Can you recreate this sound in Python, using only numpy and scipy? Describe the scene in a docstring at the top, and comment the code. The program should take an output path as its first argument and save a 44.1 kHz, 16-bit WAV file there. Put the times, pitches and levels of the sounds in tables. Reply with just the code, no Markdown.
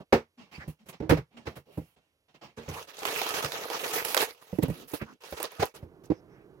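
"""Someone fetches cereal in a quiet kitchen: cupboard, bowl and deep drawer bang and bump as thuds, clacks and cracks,
with noise strokes for sliding, short pitched noise bands for scrapes and faint resonances for the dishes.
Then each grip on the cereal box brings clumps of clicks from the liner and the dry flakes, with snaps of noise for buckles.
Amid the grips, near bumps on the counter make loose things ring, and a later knock rings briefly as a noise band.
Towards the end a low, steady rush of filtered noise sets in, and the bowl knocks on the worktop."""
import sys
import numpy as np
from scipy import signal
from scipy.fft import rfft, irfft, next_fast_len
from scipy.io import wavfile
from scipy.ndimage import uniform_filter1d, map_coordinates

SR = 44100
rng = np.random.default_rng(int(sys.argv[2]) if len(sys.argv) > 2 else 0)


def wrap_up_sound(samples):
    """Save the sound to the file named by the first command line argument, as 16-bit audio."""
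    columns = np.atleast_2d(samples).T
    # keep every value between -1 and 1, then stretch to whole-number steps
    tamed = np.clip(columns, -1, 1)
    steps = np.round(tamed * 32767).astype(np.int16)
    wavfile.write(sys.argv[1], SR, steps)


N = 291060  # length of the scene in samples
BLOW = SR // 4  # longest single event in samples
AGE = np.arange(BLOW) / SR  # seconds since an event began
TIME = np.arange(N) / SR  # seconds since the scene began


def from_db(db):
    """Decibels to gain."""
    return np.exp(np.asarray(db) * (np.log(10) / 20))


def rms_one(x):
    """Scale to unit power."""
    return x / np.sqrt(np.mean(x ** 2) + 1e-20)


def panned(left_right_db):
    """Gains of the two sides for a level difference; positive leans left."""
    return from_db(np.array([[1], [-1]]) * left_right_db / 2)


def coloured(x, points):
    """Causal (minimum-phase) filter with the given spectrum."""
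    size = 4096
    hz, db = np.transpose(points)
    bins_hz = np.arange(size // 2 + 1) * SR / size
    gain_db = np.interp(np.log(bins_hz + 1), np.log(hz), db)
    cepstrum = irfft(np.log(from_db(gain_db)))[:size // 2]
    # folding the cepstrum puts the energy as early as possible
    cepstrum[1:] *= 2
    kernel = irfft(np.exp(rfft(cepstrum, size)))[:size // 2]
    return signal.oaconvolve(x, kernel[None], axes=1)[:, :x.shape[1]]


def resonate(x, modes):
    """Parallel two-pole resonances with alternating signs."""
    out = 0
    for k, (hz, width_hz, db) in enumerate(modes):
        r = np.exp(-np.pi * width_hz / SR)
        zeros = [(1 - r * r) / 2, 0, (r * r - 1) / 2]
        poles = [1, -2 * r * np.cos(2 * np.pi * hz / SR), r * r]
        out = out + (-1) ** k * from_db(db) * signal.lfilter(zeros, poles, x + 1e-18)
    return out


def stereo_noise(size, alike):
    """Two white noises with a given likeness, from 0 (independent) to 1 (identical)."""
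    mid, side = rng.standard_normal((2, size))
    return (np.sqrt(1 + alike) * mid + np.sqrt(1 - alike) * side * [[1], [-1]]) / np.sqrt(2)


def fade(t60, rise):
    """Envelope of a blow: it builds up over rise seconds, then falls exponentially, 60 dB in t60 seconds."""
    return (1 - np.exp(-AGE / rise)) ** 2 * np.exp(-np.log(1000) * AGE / t60)


def levelled(x, db, size=1323):
    """Set the level of a blow, its energy counted over size samples (30 ms by default)."""
    return x * from_db(db) / np.sqrt(np.sum(x ** 2) / (2 * size) + 1e-20)


def add(out, s, sound):
    """Mix a sound in at s seconds."""
    start = max(round(s * SR), 0)
    out[:, start:start + BLOW] += sound[:, :N - start]


def kitchen(x, wet_db, t60, alike):
    """Direct sound and a short wash of reflections from hard, close surfaces."""
    echo = levelled(stereo_noise(BLOW, alike) * fade(t60, rise=0.0016), wet_db, size=1)
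    return x + signal.oaconvolve(x, echo, axes=1)[:, :N]


def drift(per_s):
    """Random curve with unit power that takes a new turn per_s times a second."""
    points = rng.standard_normal(4096)
    return rms_one(np.interp(TIME * per_s, np.arange(4096), points))


def grains(per_s, spread_db, clump_db):
    """Tiny clicks of uneven size that come in clumps, each reaching the two sides with its own strength."""
    born = rng.random(N) < per_s / SR
    sizes = from_db(spread_db * np.minimum(rng.exponential(1, N), 3) + clump_db * drift(70))
    clicks = born * sizes * (rng.choice([-1, 1], N) + 0.4 * rng.standard_normal((2, N)))
    # even out the power over about 40 ms
    return clicks / np.sqrt(uniform_filter1d(np.mean(clicks ** 2, axis=0), size=1800) + 1e-6)


def shifting(x, patchy_db, per_s):
    """The surface keeps changing shape, so each stretch of the spectrum swells and sinks by itself."""
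    hz, s, frames = signal.stft(x, SR, nperseg=256)
    places = np.meshgrid(np.log1p(hz / 200) * 4, s * per_s, indexing="ij")
    swell = map_coordinates(rng.standard_normal((22, 700)), places, order=1)
    return signal.istft(frames * from_db(patchy_db * swell), SR)[1][:, :N]


# Tone of the quiet room. Each row: frequency in Hz, relative level in dB.
QUIET_SPECTRUM = [(21, -35), (35, -2), (90, 2), (200, -10.5), (529, -3), (798, -14), (2660, -12.5),
                  (6360, -20.5), (12400, -22.5), (16000, -46)]


def quiet_room(quiet_db=-79):
    """A very quiet room: faint filtered noise, nearly alike on both sides."""
    return from_db(quiet_db) * rms_one(coloured(stereo_noise(N, alike=0.95), QUIET_SPECTRUM))


# Sleeves, feet and the drawer sliding. Each row: start in seconds, length in seconds,
# then levels of friction, low rub and top hiss in dB; the swell peaks 3 dB above them.
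SLIDES = [(0.0, 0.026, -55.5, -45, -77), (0.373, 0.12, -61, -65, -85), (0.512, 0.1, -54.5, -62, -68.5),
          (0.6, 0.078, -61, -55, -84), (0.677, 0.047, -61.5, -65, -60), (0.787, 0.069, -72, -74.5, -88.5),
          (0.857, 0.064, -64, -58.5, -68), (0.885, 0.028, -50, -53, -51.5), (0.925, 0.042, -55, -58, -82),
          (1.303, 0.3, -69.5, -65, -90), (1.367, 0.035, -56, -58, -85), (1.454, 0.07, -55, -50, -68),
          (1.553, 0.044, -57.5, -57, -63), (1.652, 0.17, -72, -68.5, -81), (1.706, 0.24, -70, -77.5, -72),
          (1.961, 0.04, -69, -66, -92.5), (1.997, 0.16, -82, -86, -99), (2.28, 0.061, -71, -73.5, -101),
          (2.341, 0.038, -61.5, -63, -82), (2.411, 0.081, -54.5, -56, -73)]
# Tone of the friction. Each row: frequency in Hz, relative level in dB.
FRICTION_SPECTRUM = [(300, -16.5), (800, 8.5), (1500, 3.5), (2600, 7), (4000, -1.5), (5500, -4),
                     (8000, -14.5), (16000, -26)]
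# Tone of the low rub. Each row: frequency in Hz, relative level in dB.
RUB_SPECTRUM = [(40, -14), (90, -7), (160, 2.5), (240, -2.5), (400, -4), (700, -7), (1200, -16.5),
                (3000, -49)]
# Top end shared by slides, blows and liner. Each row: frequency in Hz, relative level in dB.
SPARKLE_SPECTRUM = [(3000, -52.5), (6500, -10.5), (8000, -2.5), (11500, 5), (14000, 0.5), (16500, 0)]


def sliding(swell=0.92, peak_share=0.28):
    """Each stroke swells and trails away: dense little slips, heard mostly through the room."""
    strokes = np.zeros((3, N))
    for s, length, *levels_db in SLIDES:
        progress = AGE / (length * peak_share)
        speed = (progress * np.exp(1 - progress)) ** swell
        add(strokes, s, np.sqrt(2) * from_db(levels_db)[:, None] * speed)
    friction_gain, rub_gain, hiss_gain = strokes
    slips = kitchen(grains(per_s=2600, spread_db=5.5, clump_db=-3.0), wet_db=7.5, t60=0.5, alike=0.095)
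    slips = shifting(slips, patchy_db=2.1, per_s=20)
    friction = friction_gain * rms_one(coloured(slips, FRICTION_SPECTRUM))
    hiss = hiss_gain * rms_one(coloured(slips, SPARKLE_SPECTRUM))
    rub = rub_gain * rms_one(coloured(stereo_noise(N, alike=0.91), RUB_SPECTRUM))
    return friction + hiss + rub


# Low modes of the cabinet frames. Each row: frequency in Hz, relative level in dB.
FRAME_MODES = [(62, -7), (86, -5.5), (118, -5.5), (150, -2), (178, -8.5), (232, -9), (308, -10.5)]


def thud(note_hz, t60, frame_db, rise, sides):
    """The struck panel sounds its own note and shakes the low modes of the frame."""
    out = np.sin(2 * np.pi * note_hz * AGE) * sides
    for hz, db in FRAME_MODES:
        gain = from_db(db + frame_db + rng.normal(0, 0.4))
        out = out + gain * np.sin(2 * np.pi * hz * AGE + rng.uniform(0, 2 * np.pi))
    return out * fade(t60, rise)


# Resonances of the cabinets. 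Each row: frequency in Hz, width in Hz, relative level in dB.
CABINET_MODES = [(353.5, 20, -0.5), (504.3, 26, -1), (790, 36, -5.5), (950, 36, -4), (1210, 48, -4.5),
                 (1296, 28, -18.5), (1600, 64, -26)]
# Tone of the woody clack. Each row: frequency in Hz, relative level in dB.
CLACK_SPECTRUM = [(120, -23.5), (300, 8), (480, 18), (700, 3.5), (1000, 0), (1500, -31), (4000, -69)]
# Tone of the contact crack. Each row: frequency in Hz, relative level in dB.
CRACK_SPECTRUM = [(400, -14), (900, 0.5), (1300, -1), (2200, -4.5), (3000, -12), (5500, -16.5),
                  (7500, -29.5), (16000, -38.5)]


def blows(table, rise, frame_db, wood_db, hang):
    """Each blow is a low thud, a woody clack, and the crack and tick of the contact itself."""
    out = np.zeros((2, N))
    for s, thud_db, note_hz, clack_db, crack_db, tick_db, t60, pan_db in table:
        sides = panned(pan_db + 1.2)  # all blows lean a little further left than their row
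        rattle = stereo_noise(BLOW, alike=0.92) * (fade(t60 * 0.84, rise * 0.65) + 0.87 * fade(0.015, rise))
        wood = coloured(rattle + from_db(wood_db) * resonate(rattle, CABINET_MODES), CLACK_SPECTRUM) * sides
        # the first contact is brief; reflections hang on after it
        contact = stereo_noise(BLOW, alike=0.062) * (fade(t60 * hang, rise) + 1.4 * fade(0.028, rise))
        low = levelled(thud(note_hz, t60, frame_db, rise, sides), thud_db)
        clack = levelled(wood, clack_db)
        crack = levelled(coloured(contact, CRACK_SPECTRUM), crack_db)
        tick = levelled(coloured(contact, SPARKLE_SPECTRUM), tick_db)
        add(out, s, low + clack + crack + tick)
    return out


# Doors and drawers struck across the room. Each row: start in seconds, thud in dB, panel note in Hz,
# clack in dB, crack in dB, tick in dB, thud decay (t60) in seconds, left-right balance in dB before a common lean.
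KNOCKS = [(0.123, -25, 230, -16.5, -24.5, -46, 0.14, 0), (0.574, -43.5, 79.4, -62.5, -69, -84, 0.079, -2),
          (0.675, -35, 153, -51, -64, -59.5, 0.094, -1), (0.999, -36, 233, -38.5, -54, -77, 0.08, -3),
          (1.019, -34, 317, -40.5, -54.5, -85, 0.26, -10), (1.092, -23, 135, -26.5, -27.5, -39.5, 0.11, -1),
          (1.103, -21, 163, -26, -29, -50, 0.16, 4), (1.119, -22, 295, -23.5, -46, -66, 0.066, -18),
          (1.168, -33.5, 128.7, -38.5, -42.5, -61, 0.11, 1), (1.466, -40, 80, -39, -40.5, -79, 0.098, -1),
          (1.563, -48, 139.5, -51, -52.5, -61, 0.11, -2), (1.772, -32.5, 163.2, -43, -57.5, -62, 0.13, 1),
          (1.774, -40.5, 287, -44, -77, -77, 0.08, -6), (2.571, -44, 230, -42.5, -49.5, -73.5, 0.24, -2),
          (2.677, -36, 88, -42, -45.5, -65, 0.25, 0), (3.438, -38.5, 144, -49, -52, -60, 0.11, 3),
          (5.012, -36, 221, -42, -48, -64, 0.095, -4.5), (5.321, -46, 71, -43.5, -49, -59, 0.075, -2),
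          (5.594, -34, 98, -42, -40, -54, 0.078, -3), (5.622, -39, 118, -31.5, -34, -50, 0.069, -1),
          (5.823, -41.5, 83, -51, -64.5, -75, 0.13, -2)]


def door_and_drawer_knocks():
    """Far blows build up softly and boom through the cabinets."""
    return blows(KNOCKS, rise=0.0041, frame_db=-2.5, wood_db=-3.5, hang=1.074)


# Dishes ringing faintly in sympathy. Each row: frequency in Hz, relative level in dB.
DISH_MODES = [(2260, -6), (2394, -5.5), (2656, -3), (3022, -2), (3391, -26), (3426, -11), (6255, -4.5)]


def dishes(x, width_hz=16, ring_db=-0.5):
    """Crockery picks up the clatter and rings on in narrow resonances."""
    return from_db(ring_db) * resonate(x, [(hz, width_hz, db) for hz, db in DISH_MODES])


# Short pitched noise bands: scrapes, and the brief ring of a knock at 5.6 s. Each row: start in seconds,
# length in seconds, start pitch in Hz, end pitch in Hz, bandwidth in Hz, level in dB.
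PITCHED_BANDS = [(0.368, 0.095, 242, 221, 25, -54.5), (0.528, 0.059, 2400, 2510, 600, -53.5),
                 (0.538, 0.034, 4650, 4560, 300, -57), (0.586, 0.068, 1900, 1700, 700, -49.5),
                 (0.792, 0.055, 220, 210, 25.2, -62), (0.977, 0.046, 5600, 5650, 500, -79),
                 (1.312, 0.13, 230, 244, 25.3, -56.5), (2.408, .07, 522, 718, 400, -57),
                 (2.691, 0.15, 649, 1258, 262, -48.5), (1.664, 0.075, 433, 518, 200, -60.5),
                 (4.726, 0.164, 319.4, 259, 200, -54), (4.994, 0.056, 1715, 1868, 1260, -45.5),
                 (5.055, 0.081, 1223, 1260, 720, -55.5), (5.059, 0.11, 251, 299, 150, -58),
                 (5.613, 0.027, 654, 680, 160, -30), (6.128, 0.086, 5500, 5430, 900, -73.5),
                 (6.26, .21, 1500, 1700, 1300, -69), (6.281, 0.1, 5560, 5630, 910, -82)]


def pitched_bands():
    """Scrapes and the brief ring of a knock: noise in a band around a gliding pitch, swelling and sinking."""
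    out = np.zeros((2, N))
    for s, length, start_hz, end_hz, width_hz, db in PITCHED_BANDS:
        progress = np.minimum(AGE / length, 1)
        phase = 2 * np.pi * np.cumsum(start_hz + (end_hz - start_hz) * progress) / SR
        noise = stereo_noise(BLOW, alike=0.86) + 1j * stereo_noise(BLOW, alike=0.26)
        low_pass = signal.butter(2, width_hz / 2, fs=SR, output="sos")
        unsteady = signal.sosfilt(low_pass, noise)
        # shift the noise up from zero to the gliding pitch
        band = np.real(unsteady * np.exp(1j * phase))
        add(out, s, levelled(band * np.sin(np.pi * progress), db, size=length * SR))
    return out


def held(s, length, attack_s=0.009, settle_db_per_s=403.5):
    """A grip takes hold quickly and stays; when it lets go, the creases settle."""
    attack = np.clip((TIME - s) / attack_s, 0, 1)
    return attack * from_db(-np.clip((TIME - s - length) * settle_db_per_s, 0, 200))


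# Grips on the cereal box and its liner. Each row: start in seconds, time held in seconds,
# strength in dB, top sparkle relative to it in dB.
GRIPS = [(2.563, 0.15, -57, -12.5), (2.682, 0.11, -51.5, -6.5), (2.73, 0.092, -47.5, -6),
         (2.87, 0.036, -50.5, -8.5), (2.93, 0.056, -52, -7), (2.975, 1.27, -46.5, -5),
         (3.049, 0.12, -37.5, -5.5), (3.159, 0.16, -36.5, -6.5), (3.335, 0.062, -34, -8),
         (3.418, 0.043, -36, -7.5), (3.521, 0.12, -41, -9), (3.704, 0.053, -39, -6.5),
         (3.738, 0.027, -36, -9), (3.789, 0.14, -39.5, -2), (3.831, 0.022, -34.5, -13),
         (3.927, 0.066, -33, -4), (4.041, 0.075, -38, -1), (4.166, 0.026, -33.5, -2.5),
         (4.196, 0.03, -29, -3), (4.278, 0.012, -45.5, -3), (4.31, 0.16, -65, -7), (4.409, 0.018, -59, -1),
         (4.463, 0.22, -60.5, -4), (4.62, 0.0094, -40.5, -5), (4.68, 0.15, -54.5, -4),
         (4.873, 0.07, -55, 3), (4.933, 0.018, -42, 1), (5.04, 0.088, -64, -10), (5.203, 0.035, -58.5, -8),
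         (5.235, .145, -52, -7), (5.3, 0.014, -57, 7.5), (5.367, 0.024, -44.5, -7.5),
         (5.395, 0.028, -44, -8), (5.433, 0.012, -36, -24), (5.5, 0.17, -54.5, -9),
         (5.593, 0.041, -38, -9.5), (5.74, 0.029, -52.5, -5), (6.034, 0.018, -62.5, -5.5)]


def gripping():
    """Gain of the liner's crinkle and of its top sparkle; overlapping grips add in power."""
    power = np.zeros((2, N))
    for s, length, db, sparkle_db in GRIPS:
        power += (from_db([[db], [db + sparkle_db]]) * held(s, length)) ** 2
    return np.sqrt(power)


def crunches(per_s, spread_db, cycles):
    """Single flakes tick against each other, each with a brief pitch of its own."""
    age = AGE[:600]
    out = np.zeros((2, N + len(age)))
    for when, pitch, size, left, right in rng.random((int(per_s * N / SR), 5)):
        hz = 700 * 12 ** pitch
        # each tick falls 60 dB within the given number of cycles
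        tick = np.sin(2 * np.pi * hz * age) * np.exp(-np.log(1000) * age * hz / cycles) * np.sqrt(hz)
        sides = np.array([[left], [right]]) - 0.25
        start = int(when * N)
        out[:, start:start + len(age)] += tick * from_db(spread_db * size ** 2) * sides
    return rms_one(kitchen(out[:, :N], wet_db=-2.5, t60=0.03, alike=0.11))


# Tone of the crinkling liner. Each row: frequency in Hz, relative level in dB.
CRINKLE_SPECTRUM = [(300, -27.5), (700, 3), (1200, 5), (1800, 2.5), (2400, 2), (4000, -0.5), (6300, -4.5),
                    (7500, -13.5), (10000, -15.5), (16000, -27)]
# Tone of the flakes in their carton. Each row: frequency in Hz, relative level in dB.
FLAKE_SPECTRUM = [(50, -34), (150, -9), (220, -11), (330, -0.5), (450, 5), (650, -0.5), (1000, -1.5),
                  (1500, -32), (4000, -34)]
# Resonances of the carton. Each row: frequency in Hz, width in Hz, relative level in dB.
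CARTON_MODES = [(391, 32, -6), (480, 16, 5), (532, 28, -5.5), (632.2, 15, 8.5), (722, 23, -16.5),
                (1033, 46, -1), (1220, 28, -1.5)]


def cereal(crinkle, sparkle, flakes_db=-3, carton_db=4, crunch_db=-4):
    """Small creases crackle all over the liner; flakes tumble against the resonant carton."""
    # every patch of the liner has its own reflections
    patches = [kitchen(grains(per_s=220, spread_db=3.0, clump_db=0.0), wet_db=12.5, t60=0.15, alike=0.1)
               for _ in range(3)]
    creases = rms_one(shifting(sum(patches), patchy_db=3.5, per_s=36))
    tumble = kitchen(grains(per_s=600, spread_db=5.5, clump_db=6.0), wet_db=-7.5, t60=0.058, alike=1.0)
    tumble = shifting(tumble, patchy_db=0.5, per_s=20)
    carton = coloured(tumble + from_db(carton_db) * resonate(tumble, CARTON_MODES), FLAKE_SPECTRUM)
    return (crinkle * rms_one(coloured(creases, CRINKLE_SPECTRUM))
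            + from_db(crunch_db) * crinkle * crunches(per_s=170, spread_db=18.0, cycles=12.4)
            + sparkle * rms_one(coloured(creases, SPARKLE_SPECTRUM))
            + from_db(flakes_db) * crinkle * rms_one(carton))


def flicks(crinkle, sparkle, flick_db=-8, bright_db=-8):
    """Creases that face the listener arrive with little echo, as separate crisp ticks."""
    ticks = kitchen(grains(per_s=70, spread_db=7.5, clump_db=-10.5), wet_db=1.0, t60=0.019, alike=0.22)
    body = from_db(flick_db) * crinkle * rms_one(coloured(ticks, CRINKLE_SPECTRUM))
    top = from_db(bright_db) * sparkle * rms_one(coloured(ticks, SPARKLE_SPECTRUM))
    return body + top


# Sharp buckles of the liner. Each row: start in seconds, then direct levels of the snap,
# carton pop and top sparkle in dB.
SNAPS = [(3.0312, -45, -42.5, -57), (3.052, -34.5, -39, -45), (3.2155, -37.5, -35.5, -45),
         (3.2652, -45, -42.5, -50), (3.2898, -45, -67, -43.5), (3.446, -38.5, -58, -44.5),
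         (3.5192, -40, -53, -54), (3.652, -64, -42.5, -54), (3.7, -43.5, -39.5, -49),
         (3.8942, -61, -45, -62), (4.0489, -40, -52, -38), (4.145, -30, -40, -33),
         (4.1667, -32.5, -30, -38), (4.1749, -28, -38, -37.5), (4.2169, -39.5, -43, -37),
         (5.2363, -57.5, -50.5, -67), (5.324, -51, -43.5, -63), (5.401, -48, -39.5, -53),
         (5.4283, -45, -46, -38), (5.5178, -76, -53.5, -59), (5.626, -44, -29, -59),
         (5.6546, -55, -61, -48)]


def snaps(snap_t60=0.019, lowest_hz=380, pan_db=-4):
    """A crease gives way in a few milliseconds and pops the carton wall, which is too small to boom."""
    out = np.zeros((2, N))
    sides = panned(pan_db)
    no_bass = signal.butter(2, lowest_hz, "high", fs=SR, output="sos")
    for s, snap_db, pop_db, sparkle_db in SNAPS:
        buckle = stereo_noise(BLOW, alike=0.18) * fade(snap_t60, rise=0.00033) * sides
        wall = coloured(stereo_noise(BLOW, alike=1.0) * fade(0.057, rise=0.0002), FLAKE_SPECTRUM)
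        snap = levelled(coloured(buckle, CRINKLE_SPECTRUM), snap_db)
        pop = levelled(signal.sosfilt(no_bass, wall), pop_db)
        top = levelled(coloured(buckle, SPARKLE_SPECTRUM), sparkle_db)
        add(out, s, snap + pop + top)
    return kitchen(out, wet_db=-11.5, t60=0.12, alike=0.1)


# Bumps on the counter, close by. Each row: start in seconds, thud in dB, panel note in Hz,
# clack in dB, crack in dB, tick in dB, thud decay (t60) in seconds, left-right balance in dB before a common lean.
BUMPS = [(4.527, -35.5, 185, -40.5, -65, -69, 0.11, -5), (4.585, -27, 312, -34.5, -56, -57.5, 0.062, -12),
         (4.623, -32, 264, -43, -60, -60, 0.22, -20), (4.631, -25, 163, -33.5, -51, -42.5, 0.077, -3.5),
         (4.681, -30.5, 135, -43.5, -65, -57, 0.093, -2), (4.699, -31, 165, -42, -58, -56, 0.068, -4),
         (4.934, -38, 295, -38.5, -54, -51, 0.063, -18)]
# Loose things on the counter. 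Each row: frequency in Hz, width in Hz, relative level in dB.
LOOSE_MODES = [(1934, 40, 12), (2660, 51, 16), (3400, 46, -4), (10200, 220, 4)]


def counter_bumps():
    """Near blows have a sharp onset, and loose things on the counter ring."""
    near = blows(BUMPS, rise=0.00098, frame_db=-5.5, wood_db=-7.0, hang=0.49)
    return near + resonate(near, LOOSE_MODES)


# Tone of the closing rush. Each row: frequency in Hz, relative level in dB.
RUSH_SPECTRUM = [(35, -6), (70, -9), (150, -1.5), (230, -9.5), (370, 2), (550, -11.5), (900, -17),
                 (1500, -22), (2500, -35), (5000, -42), (9000, -47)]


def rush_of_air(start_s=5.74, air_db=-56):
    """A low, steady rush like a fan sets in near the end, stronger on the right."""
    rush = rms_one(coloured(stereo_noise(N, alike=0.93), RUSH_SPECTRUM))
    return from_db(air_db) * (TIME > start_s) * rush * panned(-3)


# The bowl lands on the worktop and rocks once. 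Each row: start in seconds, thud in dB, panel note in Hz,
# clack in dB, crack in dB, tick in dB, thud decay (t60) in seconds, left-right balance in dB before a common lean.
BOWL = [(6.1, -24, 322, -36, -51, -85, 0.072, -18), (6.113, -28, 317, -32, -55.5, -77, 0.047, -2.5)]


def bowl_landing():
    """Two blows in quick succession, whose contact noise hangs on well after the thud."""
    return blows(BOWL, rise=0.0021, frame_db=-4.0, wood_db=-6.0, hang=2.6)


def later(x, lag_ms):
    """Delay by a fraction of a millisecond, as a phase slope over frequency."""
    size = next_fast_len(N + 256)
    turn = np.exp(-2j * np.pi * np.fft.rfftfreq(size, 1 / SR) * lag_ms / 1000)
    return irfft(rfft(x, size) * turn, size)[:, :N]


# The left side is shaded, most of all in the high treble. Each row: frequency in Hz, left-right difference in dB.
SHADE = [(100, -3), (500, -4), (1500, -2.5), (2500, -7), (5000, -3), (7000, -2.5), (9000, -9),
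         (16000, -10.5)]


def scene():
    """All the handling happens to the right: the left side hears it later and duller."""
    crinkle, sparkle = gripping()
    handling = (sliding() + door_and_drawer_knocks() + pitched_bands()
                + cereal(crinkle, sparkle) + flicks(crinkle, sparkle) + snaps()
                + counter_bumps() + bowl_landing())
    both = handling + dishes(handling) + quiet_room() + rush_of_air()
    left = later(coloured(both[:1], [(hz, db / 2) for hz, db in SHADE]), lag_ms=0.16)
    right = coloured(both[1:], [(hz, -db / 2) for hz, db in SHADE])
    return np.vstack([left, right])


def record(dry, low_cut_hz=42, top_cut_hz=16000):
    """The deepest bass is rolled off, peaks are clipped at full scale and the top is cut steeply."""
    low_cut = signal.butter(2, low_cut_hz, "high", fs=SR, output="sos")
    top_cut = signal.ellip(10, 0.1, 80, top_cut_hz, fs=SR, output="sos")
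    thinned = signal.sosfilt(low_cut, dry)
    return signal.sosfilt(top_cut, np.clip(thinned, -1, 1))


dry = scene()
out = record(dry)
wrap_up_sound(out)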